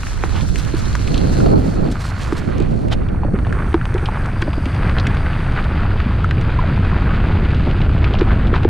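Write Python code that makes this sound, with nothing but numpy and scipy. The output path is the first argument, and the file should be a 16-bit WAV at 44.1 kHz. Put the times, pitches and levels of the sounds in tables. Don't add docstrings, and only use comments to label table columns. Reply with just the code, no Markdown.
import sys
import numpy as np
from scipy import signal
from scipy.fft import rfft, irfft, next_fast_len
from scipy.io import wavfile
from scipy.ndimage import uniform_filter1d, minimum_filter1d, map_coordinates

SR = 44100
rng = np.random.default_rng(int(sys.argv[2]) if len(sys.argv) > 2 else 0)


def file_out(sig):
    cols = np.atleast_2d(sig).T
    lim = np.clip(cols, -1, 1)
    pcm = np.round(lim * 32767).astype(np.int16)
    wavfile.write(sys.argv[1], SR, pcm)


N = 383229
TIME = np.arange(N) / SR


# [t/s, speed/(m/s)]
SPEED = [(0, 2.75), (.85, 3.1), (1.3, 5.2), (2.4, 3.07), (3.4, 5.16), (4.5, 4.5), (4.9, 6.27), (5.4, 5.3),
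         (6.95, 6.56), (7.5, 6.4), (8.35, 7.6), (8.69, 7)]
# [t/s, roll level/dB, grit level/dB]
TYRES = [(0.0, -41.5, -48), (0.43, -36, -46), (1.18, -40, -44), (1.7, -41.5, -49.5), (2.15, -33.5, -45.5),
         (2.44, -35, -45), (2.73, -40.5, -45), (3.29, -40, -61), (3.53, -37, -51.5), (4.13, -33.5, -47.5),
         (4.6, -35, -45), (4.95, -30, -41.5), (5.6, -30.5, -40), (6.17, -33.5, -41), (6.55, -31.5, -39.5),
         (7.25, -29.5, -39), (7.6, -33.5, -38.5), (7.95, -33.5, -40.5), (8.34, -29, -39.5),
         (8.68, -35.5, -42.5)]
# [t/s, length/s, change of level/dB]
BUMPS = [(0.51, 0.14, -16), (2.806, 0.21, -7.5), (3.316, .05, -2.5), (3.357, 0.029, 5), (3.58, 0.24, 4.5),
         (4.116, 0.022, -1), (4.154, 0.081, 4.5), (4.261, 0.032, 5), (4.838, 0.1, 2.5), (4.978, 0.034, 3.5),
         (5.579, 0.052, 4.5), (5.798, 0.078, 2), (5.88, 0.049, -2.5), (6.271, 0.16, -2.5),
         (7.133, 0.092, 0.5), (8.558, 0.051, 6), (8.664, 0.025, -6.5)]
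# [f/Hz, level/dB]
ROLL = [(200, -37), (450, -2), (750, -1.5), (1050, 0), (1450, 2.5), (1900, -4.5), (2600, -12), (3600, -64),
        (6000, -65.5)]
# [f/Hz, level/dB]
GRIT = [(1000, -4.5), (2000, 4.5), (2600, 5.5), (3500, -0.5), (4700, -8), (5400, -22), (7500, -26.5),
        (14000, -68)]

# [t/s, peak level before softening/dB, ring f/Hz, resonance Q]
STONES = [(0.034, -16, 1250, 1.2), (0.0689, -16, 1460, 1.3), (0.2377, -5.5, 920, 1.3),
          (.5584, -13, 1980, 1.2), (0.9526, -8, 1100, 1.17), (1.403, -18, 1390, 2.2),
          (1.461, -16, 1020, 2.04), (1.956, -17.5, 1170, 2.2), (2.324, -11, 1070, 1.6),
          (2.923, -13.5, 1040, 1.16), (2.932, -16, 1000, 1.2), (3.234, -14, 880, 3.3),
          (3.248, -16.5, 615, 4), (3.283, -22, 554, 3), (3.352, -23, 1310, 3.3), (3.389, -17, 1120, 0.97),
          (3.449, -21.5, 1720, 2.4), (3.468, -17, 620, 1.9), (3.526, -12.5, 1540, 3.3),
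          (3.591, -22, 1120, 2.6), (3.622, -19, 1370, 3), (3.743, 3, 990, 1.84), (3.813, -15.5, 1410, 3.8),
          (3.855, -12, 1093, 0.86), (3.984, -20, 1650, 2.1), (4.087, -10, 940, 3.6),
          (4.424, -11, 1464, 3.1), (4.479, -17, 606, 3.1), (4.582, -20, 560, 1.8), (4.658, -21, 625, 1.7),
          (4.896, -13.5, 1800, 1.6), (4.968, -15, 1140, 2), (5.068, -9.5, 1940, 1.9),
          (5.262, -15.5, 1560, 3.6), (5.35, -22, 1410, 2.5), (5.776, -17, 1190, 1.7),
          (6.003, -11.5, 1510, 1.2), (6.244, -10, 1310, 4.2), (6.311, -8.5, 1670, 1.35),
          (6.588, -12.5, 1006, 10), (6.639, -20, 640, 3.9), (6.929, -19, 1076, 7.8),
          (7.108, -16, 1290, 3.3), (7.671, -15, 660, 1.7), (7.893, -21, 1240, 2.5), (8.042, -13, 1190, 1.3),
          (8.143, -13, 785, 2), (8.213, -15.5, 840, 2.6), (8.273, -18.5, 988, 2.2), (8.54, -9, 1300, 2.5),
          (8.565, -14.5, 1400, 3), (8.634, -22, 800, 1.8), (8.648, -9, 870, 1.7)]
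# [t/s, tick level/dB, ring f/Hz, edge level re tick/dB]
SNAPS = [(0.033, -25, 2820, -11), (.069, -29.5, 2880, -6), (0.2376, -20, 2940, -13), (.362, -22, 2910, -13),
         (.409, -19, 3080, -17.5), (0.5585, -21.5, 2800, 0.5), (.649, -25, 3040, -1.5),
         (.856, -19, 4300, -19), (.929, -22.5, 3800, -10), (0.9535, -25.5, 2560, 7),
         (1.076, -15, 2500, -11), (1.144, -12.5, 3190, -12), (1.178, -13.5, 3570, -11),
         (1.463, -22, 4240, -15), (2.582, -28, 4000, -4), (2.602, -24, 3020, -7), (2.623, -26.5, 3520, -9),
         (2.884, -28.5, 2330, -6), (2.921, -25, 2530, -15), (2.927, -15.5, 2900, -13),
         (2.9315, -15, 3220, -13.5), (2.936, -25, 2800, -6), (3.087, -26.5, 2540, -26),
         (3.47, -28, 2400, -19), (3.527, -33.5, 2460, 2.5), (3.73, -22, 2170, -29), (3.742, -19, 2740, -9),
         (3.855, -24, 2400, -9), (3.942, -27, 3400, -1), (3.98, -25.5, 2340, -15), (4.058, -15, 2940, -21),
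         (4.26, -31, 2780, -1), (4.421, -18, 2540, -10), (4.532, -21, 2600, -28), (4.657, -18, 2360, -12),
         (4.747, -21.5, 2480, -15), (4.895, -27, 2510, -15), (4.985, -12.5, 3100, -28),
         (4.999, -12.5, 4200, -27), (5.07, -13.5, 2400, -10.5), (5.148, -25, 2960, -11),
         (5.17, -21, 2700, -26), (5.521, -26, 2430, -13), (5.642, -25, 3000, -13), (6.244, -28, 2290, -8),
         (6.31, -20, 2770, -16), (6.413, -22.5, 2800, -11), (6.849, -25, 3160, -24),
         (7.546, -21.5, 2910, -20.5), (7.712, -18.5, 2630, -30), (7.817, -19.5, 2600, -28),
         (8.044, -12.5, 2540, -32), (8.138, -15, 2900, -33), (8.151, -20, 2500, -30),
         (8.188, -20, 2900, -30), (8.193, -20.5, 4800, -26), (8.211, -14.5, 2460, -30),
         (8.471, -22, 3000, -20), (8.548, -24, 3250, -27), (8.558, -20, 3400, -28), (8.633, -21, 2400, -16)]
# [t/s, length/s, level/dB]
SKIDS = [(0.37, 0.11, -31), (1.166, 0.029, -32), (2.226, 0.018, -33), (2.928, 0.029, -23.5),
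         (4.421, 0.011, -25), (8.482, 0.02, -43), (8.572, 0.04, -45)]
# [f/Hz, level/dB]
SCRAPE = [(200, 7), (900, 15), (2000, 4.5), (3300, 6), (4800, -2), (7000, -14), (10000, -18.5),
          (15000, -39)]

# [t/s, crunch level/dB]
LITTER = [(0, -43), (1.3, -42.5), (1.78, -49), (2.05, -50), (2.55, -53), (2.85, -55), (3.5, -95.5)]
# [t/s, length/s, level/dB]
LEAF_HEAPS = [(0.593, 0.028, -32), (0.788, 0.044, -37), (1.919, 0.023, -36), (2.018, 0.054, -37),
              (2.06, 0.03, -35), (2.097, 0.035, -37), (2.192, .03, -43.5), (2.228, 0.042, -36),
              (2.28, 0.046, -40.5), (2.33, 0.033, -42), (2.383, 0.04, -37)]
# [f/Hz, level/dB]
CRUNCH = [(2500, 4), (4500, 5), (6300, 1.5), (7500, -0.5), (9300, -4), (11000, -11.5), (13000, -14.5),
          (15000, -37.5)]
# [f/Hz, level/dB]
CRUNCH_SIDE = [(900, 4), (1500, 6), (2200, 3.5), (2800, -4), (3400, -30), (4400, -0.5), (6300, 4),
               (8000, 0), (10000, -8.5), (13000, -22), (15000, -34)]
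# [f/Hz, level/dB]
CRACKLE = [(600, -14), (1400, 9), (2400, -5.5), (4200, -2), (6500, -19), (10000, -12), (15000, -31.5)]
# [t/s, hiss level/dB]
SANDINESS = [(0, -73), (3.25, -63), (3.55, -57), (5.55, -58.5), (5.8, -64), (8.69, -66.5)]
# [f/Hz, level/dB]
HISS = [(3000, -11.5), (4800, -7), (6000, -0.5), (7400, -8.5), (8300, 1), (9700, -2), (11200, -9.5),
        (13500, -23), (15000, -42)]

# [t/s, peak level/dB, lower mode f/Hz, upper mode re lower/(0-1)]
KNOCKS = [(0.238, -16, 340, .3), (0.74, -9, 325, 0.15), (1.884, -10, 236, 0.8), (2.325, -6.5, 323, .45),
          (2.603, -11.5, 336, 0.54), (3.25, -14.5, 240, 0.9), (3.337, -4.5, 193, 0.28),
          (3.341, -12.5, 397, .38), (3.386, -20, 225, 0.6), (3.743, 5.5, 331, .38), (3.948, -10, 360, .55),
          (3.962, -17, 380, 0.2), (4.029, -17, 365, .38), (4.425, -14.5, 333, 0.2),
          (4.478, -17.5, 326, 0.3), (4.577, -14.5, 288, 0.4), (4.663, -13.5, 256, 0.4),
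          (6.062, -10.5, 224, .3), (7.669, -12, 206, 0.74), (8.217, -2.5, 340, 0.6),
          (8.529, -9.5, 370, 0.4), (8.652, -1.5, 345, 0.63)]
# [t/s, pawl ring f/Hz, level/dB]
FREEWHEEL = [(0, 4140, -50), (1.3, 4240, -41), (1.7, 4340, -48.5), (2.2, 4260, -47.5), (2.8, 4330, -60),
             (3.4, 4386, -63.5), (4.3, 4860, -60), (4.42, 4690, -51.5), (5.2, 4710, -56.5),
             (7.8, 4720, -61), (8.69, 4770, -68)]
# [f/Hz, level/dB]
HUB_SHIMMER = [(180, -0.5), (330, -19), (520, -8.5), (1500, -54.0)]
# [t/s, length/s, judder level/dB]
ROUGH_PATCHES = [(1.89, 0.11, -21), (3.642, 0.073, -30), (4.48, 0.048, -21), (7.69, 0.069, -18.5)]
# [f/Hz, level/dB]
RUMBLE = [(8, -15.5), (22, 1), (40, -2), (62, -0.5), (100, -2), (140, -8.5), (200, -20), (400, -58.5),
          (900, -100)]
# [f/Hz, level/dB]
JUDDER = [(70, -16.5), (150, 1.5), (220, -1.5), (330, -7), (500, -15), (800, -20), (2000, -88)]

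# [peak t/s, rise/s, fall/s, low buffet level/dB, flutter level/dB]
GUSTS = [(.47, .35, 0.17, -16, -30), (.75, 0.2, 0.57, -20, -30.5), (1.27, 0.2, 0.13, -20, -19),
         (1.52, 0.16, 0.16, -20, -14.5), (1.79, 0.11, 0.12, -25.5, -20.5), (2.72, 0.41, 0.4, -20.5, -22),
         (3.38, 0.44, 0.36, -28.5, -28)]
# [f/Hz, level/dB]
BUFFET = [(8, -4), (25, -6), (60, -0.5), (120, -7), (200, -15), (400, -43), (1000, -83)]
# [f/Hz, level/dB]
FLUTTER = [(60, -8), (160, 4.5), (260, -1.5), (400, -8), (600, -17.5), (850, -37), (1300, -27.5),
           (2200, -63), (5000, -107)]
# [f/Hz, level/dB]
SWIRL = [(120, -36), (280, 5), (480, 0), (650, -3.5), (850, -8), (1200, -19), (2200, -39), (3500, -56.5)]
# [f/Hz, level/dB]
TEAR = [(150, -9), (260, 6), (450, 0), (720, -5), (950, -19), (1500, -48)]
# [t/s, width/(0-1)]
WIDTH = [(0, 1), (3.0, 1), (3.9, .4), (4.3, 0)]

CRUISE_M_PER_S = 5
CLICKS_PER_M = 20
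RUMBLE_DB, RUMBLE_DB_PER_DOUBLING = -17.5, 8
JUDDER_DB, JUDDER_DB_PER_DOUBLING = -28.5, 12
GUST_JUDDER_DB = -6
SWELL_FIRST_S, SWELL_EVERY_S, SWELL_DB = 0.065, 0.268, 1.1
CRUNCH_SIDE_DB, LOUD_CRUNCH_DB, SIDE_FADE = 3, -42.5, 0.97
STALK_DB, FLUNG_DB = -3, -10.5
TEAR_DB, TEAR_GROWTH = 4, 2.08
JOSTLE_S = .025
TOP_HZ = 15000


def amp(db):
    return 10 ** (np.asarray(db) / 20)


def unit(x):
    return x / np.sqrt(np.mean(x ** 2) + 1e-20)


def curves(rows):
    s, *columns = np.transpose(rows)
    return [np.interp(TIME, s, column) for column in columns]


def wobble(rate):
    knots = rng.standard_normal(int(N * rate / SR) + 4)
    return map_coordinates(knots, [TIME * rate])


def swell(s, length):
    return np.exp(-np.minimum((2 * (TIME - s) / length) ** 2, 40))


def swells(rows):
    return sum(amp(db) * swell(s, length) for s, length, db in rows)


def noise(*channels):
    return rng.standard_normal((*channels, N))


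def filtered(x, response):
    m = next_fast_len(N + 8192)
    gain = response(np.fft.rfftfreq(m, 1 / SR))
    return irfft(rfft(x, m) * gain, m)[..., :N]


def coloured(x, colour):
    f, db = np.transpose(colour)
    return unit(filtered(x, lambda hz: amp(np.interp(np.log(hz + 1), np.log(f), db))))


def resonate(x, hz, q):
    b, a = signal.iirpeak(min(hz, SR / 3), max(q, .6), SR)
    return signal.lfilter(b, a, x)


def add(track, s, sound):
    part = track[..., max(round(s * SR), 0):][..., :sound.shape[-1]]
    part += sound[..., :part.shape[-1]]


def grains(rate, spread_db):
    size = amp(spread_db * np.minimum(rng.standard_exponential(N), 4))
    struck = rng.random(N) < rate / SR
    return unit(struck * size * rng.choice([-1, 1], N))


def pair(mid, side, pan_db):
    return np.array([(mid + side) * amp(pan_db / 2), (mid - side) * amp(-pan_db / 2)])


def contact(hz, q, t60, scuff, crack):
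    t = np.arange(SR // 12) / SR
    push = scuff * rng.standard_normal(len(t)) * amp(-60 * t / t60)
    push[0] = 1
    broad = resonate(push, hz, q / 2)
    ring = resonate(broad, hz, q) + crack / q * broad
    return ring / np.abs(ring).max()


def doublings():
    speed, = curves(SPEED)
    return np.log2(np.maximum(speed, .1) / CRUISE_M_PER_S)


def tyres():
    bump_db = sum(db * swell(s, length) for s, length, db in BUMPS)
    roll_db, grit_db = curves(TYRES) + bump_db
    surge = wobble(28)
    roll, aside = (coloured(grains(rate=480, spread_db=2.7) + .72 * noise(), ROLL) for _ in range(2))
    grit = coloured(grains(rate=520, spread_db=2.7) + .9 * noise(), GRIT)
    load = amp(roll_db + surge + 0.37 * wobble(8.5))
    coarse = 0.92 * roll + 0.4 * pebbles(count=150, size=4)
    grinding = amp(grit_db + 0.88 * surge + 1.2 * wobble(60)) * grit
    return pair(load * coarse + grinding, 0.04 * load * aside, pan_db=-6.0)


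def pebbles(count, size):
    out, t = np.zeros(N), np.arange(SR // 40) / SR
    for k, cluster in enumerate(rng.random((count, size, 4))):
        start = (k + cluster[0, 0]) / count * N / SR
        for _, delay, pitch, weight in cluster:
            hz = 800 * 3.7 ** pitch
            decay = amp(-60 * t * hz / 11)
            onset = 1 - np.exp(-t / 0.00044)
            ring = np.sin(2 * np.pi * hz * t) * decay * onset
            add(out, start + JOSTLE_S * delay, amp(5.8 * weight ** 2 - 3 * pitch) * ring)
    return unit(out)


def stones():
    out = np.zeros(N)
    for s, db, hz, q in STONES:
        add(out, s, amp(db) * contact(hz, q, t60=0.028, scuff=0.044 * min(q, 2.4), crack=.2))
    softened = filtered(out, lambda hz: 1 / (1 + (hz / 4500) ** 4))
    return pair(softened, 0, pan_db=1)


def snaps():
    ticks, edges = np.zeros(N), np.zeros(N)
    for s, db, hz, edge_db in SNAPS:
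        add(ticks, s, amp(db) * contact(hz, q=2.03, t60=0.038, scuff=0.1, crack=0.11))
        add(edges, s, amp(db + edge_db) * contact(5800, q=2.0, t60=0.014, scuff=0.22, crack=.1))
    rounded = filtered(ticks, lambda hz: 1 / (1 + (hz / 5600) ** 8))
    return pair(rounded + edges, 0.39 * edges, pan_db=0.5)


def skids():
    mid, side = (coloured(grains(rate=2200, spread_db=2), SCRAPE) for _ in range(2))
    return swells(SKIDS) * pair(mid, 0.2 * side, pan_db=-4.5)


def leaves():
    litter_db, = curves(LITTER)
    pulse = np.cos(2 * np.pi * (TIME - SWELL_FIRST_S) / SWELL_EVERY_S)
    litter = amp(litter_db + SWELL_DB * pulse)
    around = litter * amp(CRUNCH_SIDE_DB + SIDE_FADE * (litter_db - LOUD_CRUNCH_DB))
    mid, side = (coloured(grains(rate=2200, spread_db=-1.0) + noise(), colour)
                 for colour in (CRUNCH, CRUNCH_SIDE))
    crushed = coloured(grains(rate=1300, spread_db=2.5) + .45 * noise(), CRUNCH)
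    clumps = amp(1.85 * wobble(39.78))
    shared = clumps * litter * mid + swells(LEAF_HEAPS) * crushed
    return pair(shared, clumps * around * side, pan_db=-0.5)


def crackle():
    litter_db, = curves(LITTER)
    _, grit_db = curves(TYRES)
    stalks = coloured(grains(rate=130, spread_db=3), CRACKLE)
    flung = coloured(grains(rate=45, spread_db=2.5), CRACKLE)
    flung = unit(filtered(flung, lambda hz: 1 / (1 + (hz / 4200) ** 6)))
    return pair(amp(litter_db + STALK_DB) * stalks + amp(grit_db + FLUNG_DB) * flung, 0, pan_db=9.0)


def sand():
    hiss_db, = curves(SANDINESS)
    spray = coloured(grains(rate=830, spread_db=-0.5) + 1.2 * noise(), HISS)
    return pair(amp(hiss_db + 0.9 * wobble(17)) * spray, 0, pan_db=-0.5)


def knocks():
    out, t = np.zeros(N), np.arange(SR // 8) / SR
    for s, db, hz, upper_share in KNOCKS:
        lower = np.sin(2 * np.pi * hz * t) * amp(-60 * t / 0.045)
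        upper = np.sin(2 * np.pi * 1.342 * hz * t) * amp(-60 * t / 0.031)
        swing = lower - upper_share * upper
        add(out, s, amp(db) * swing / np.abs(swing).max())
    return pair(out, 0.46 * out, pan_db=-11.5)


def freewheel():
    ring_hz, db = curves(FREEWHEEL)
    speed, = curves(SPEED)
    rate = CLICKS_PER_M * speed
    teeth_passed = np.cumsum(rate * (1 + .09 * wobble(45))) / SR
    since_click = teeth_passed % 1 / rate
    strength = amp(1.6 * wobble(70))
    clicks = strength * amp(-60 * since_click / 0.027) * (1 - np.exp(-since_click / 0.00023))
    shimmer = coloured(noise(2), HUB_SHIMMER)
    phase = 2 * np.pi * np.cumsum(ring_hz) / SR
    tone = shimmer[0] * np.cos(phase) + shimmer[1] * np.sin(phase)
    return pair(amp(db) * unit(clicks * tone), 0, pan_db=3.0)


def rumble():
    pace, (_, flutter) = doublings(), gusts()
    low = coloured(noise(), RUMBLE)
    power = uniform_filter1d(uniform_filter1d(low ** 2, round(0.026 * SR)), round(0.024 * SR))
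    swing = np.sqrt(np.abs(power))
    low = unit(low / (swing + 0.13) ** 0.62)
    bumps = coloured(grains(rate=260, spread_db=3) + 0.89 * noise(), JUDDER)
    headwind = amp(RUMBLE_DB + RUMBLE_DB_PER_DOUBLING * pace + 0.7 * wobble(8.8))
    rolling = amp(JUDDER_DB + JUDDER_DB_PER_DOUBLING * pace + 0.75 * wobble(8))
    shaking = np.hypot(rolling, amp(GUST_JUDDER_DB) * flutter)
    return headwind * low + np.hypot(shaking, swells(ROUGH_PATCHES)) * bumps


def gusts():
    power = 1e-12
    for s, rise, fall, buffet_db, flutter_db in GUSTS:
        shape = swell(s, 2 * np.where(TIME < s, rise, fall))
        power = power + np.outer(amp([buffet_db, flutter_db]), shape) ** 2
    return np.sqrt(power)


def port_wind():
    push, flutter = gusts()
    buffet = push * amp(0.37 * wobble(5.0)) * coloured(noise(2), BUFFET) * amp([[-5.5], [3]])
    eddies = coloured(noise(2), FLUTTER) * amp([[-4], [3]])
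    along, between = (coloured(noise(), SWIRL) for _ in range(2))
    swirl = amp(3.0) * flutter ** 0.31 * pair(0.082 * along, between, pan_db=-3.5)
    return buffet + flutter * amp(3.2 * wobble(29.75)) * (eddies + swirl)


def tearing():
    _, flutter = gusts()
    bursts = unit(amp(5 * wobble(55)) * coloured(noise(), TEAR))
    return pair(amp(TEAR_DB) * flutter ** TEAR_GROWTH * bursts, 0, pan_db=-4.0)


def scene():
    ground = tyres() + stones() + snaps() + skids() + leaves() + crackle() + sand()
    bicycle = knocks() + freewheel() + rumble()
    wind = port_wind() + tearing()
    return ground + bicycle + wind


def record(dry):
    width, = curves(WIDTH)
    mid = dry.mean(axis=0)
    narrowed = mid + width * (dry - mid)
    needed = np.minimum(1, .95 / (np.abs(narrowed).max(axis=0) + 1e-9))
    gain = uniform_filter1d(minimum_filter1d(needed, size=441), size=441)
    return filtered(narrowed * gain, lambda hz: hz < TOP_HZ)


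dry = scene()
out = record(dry)
file_out(out)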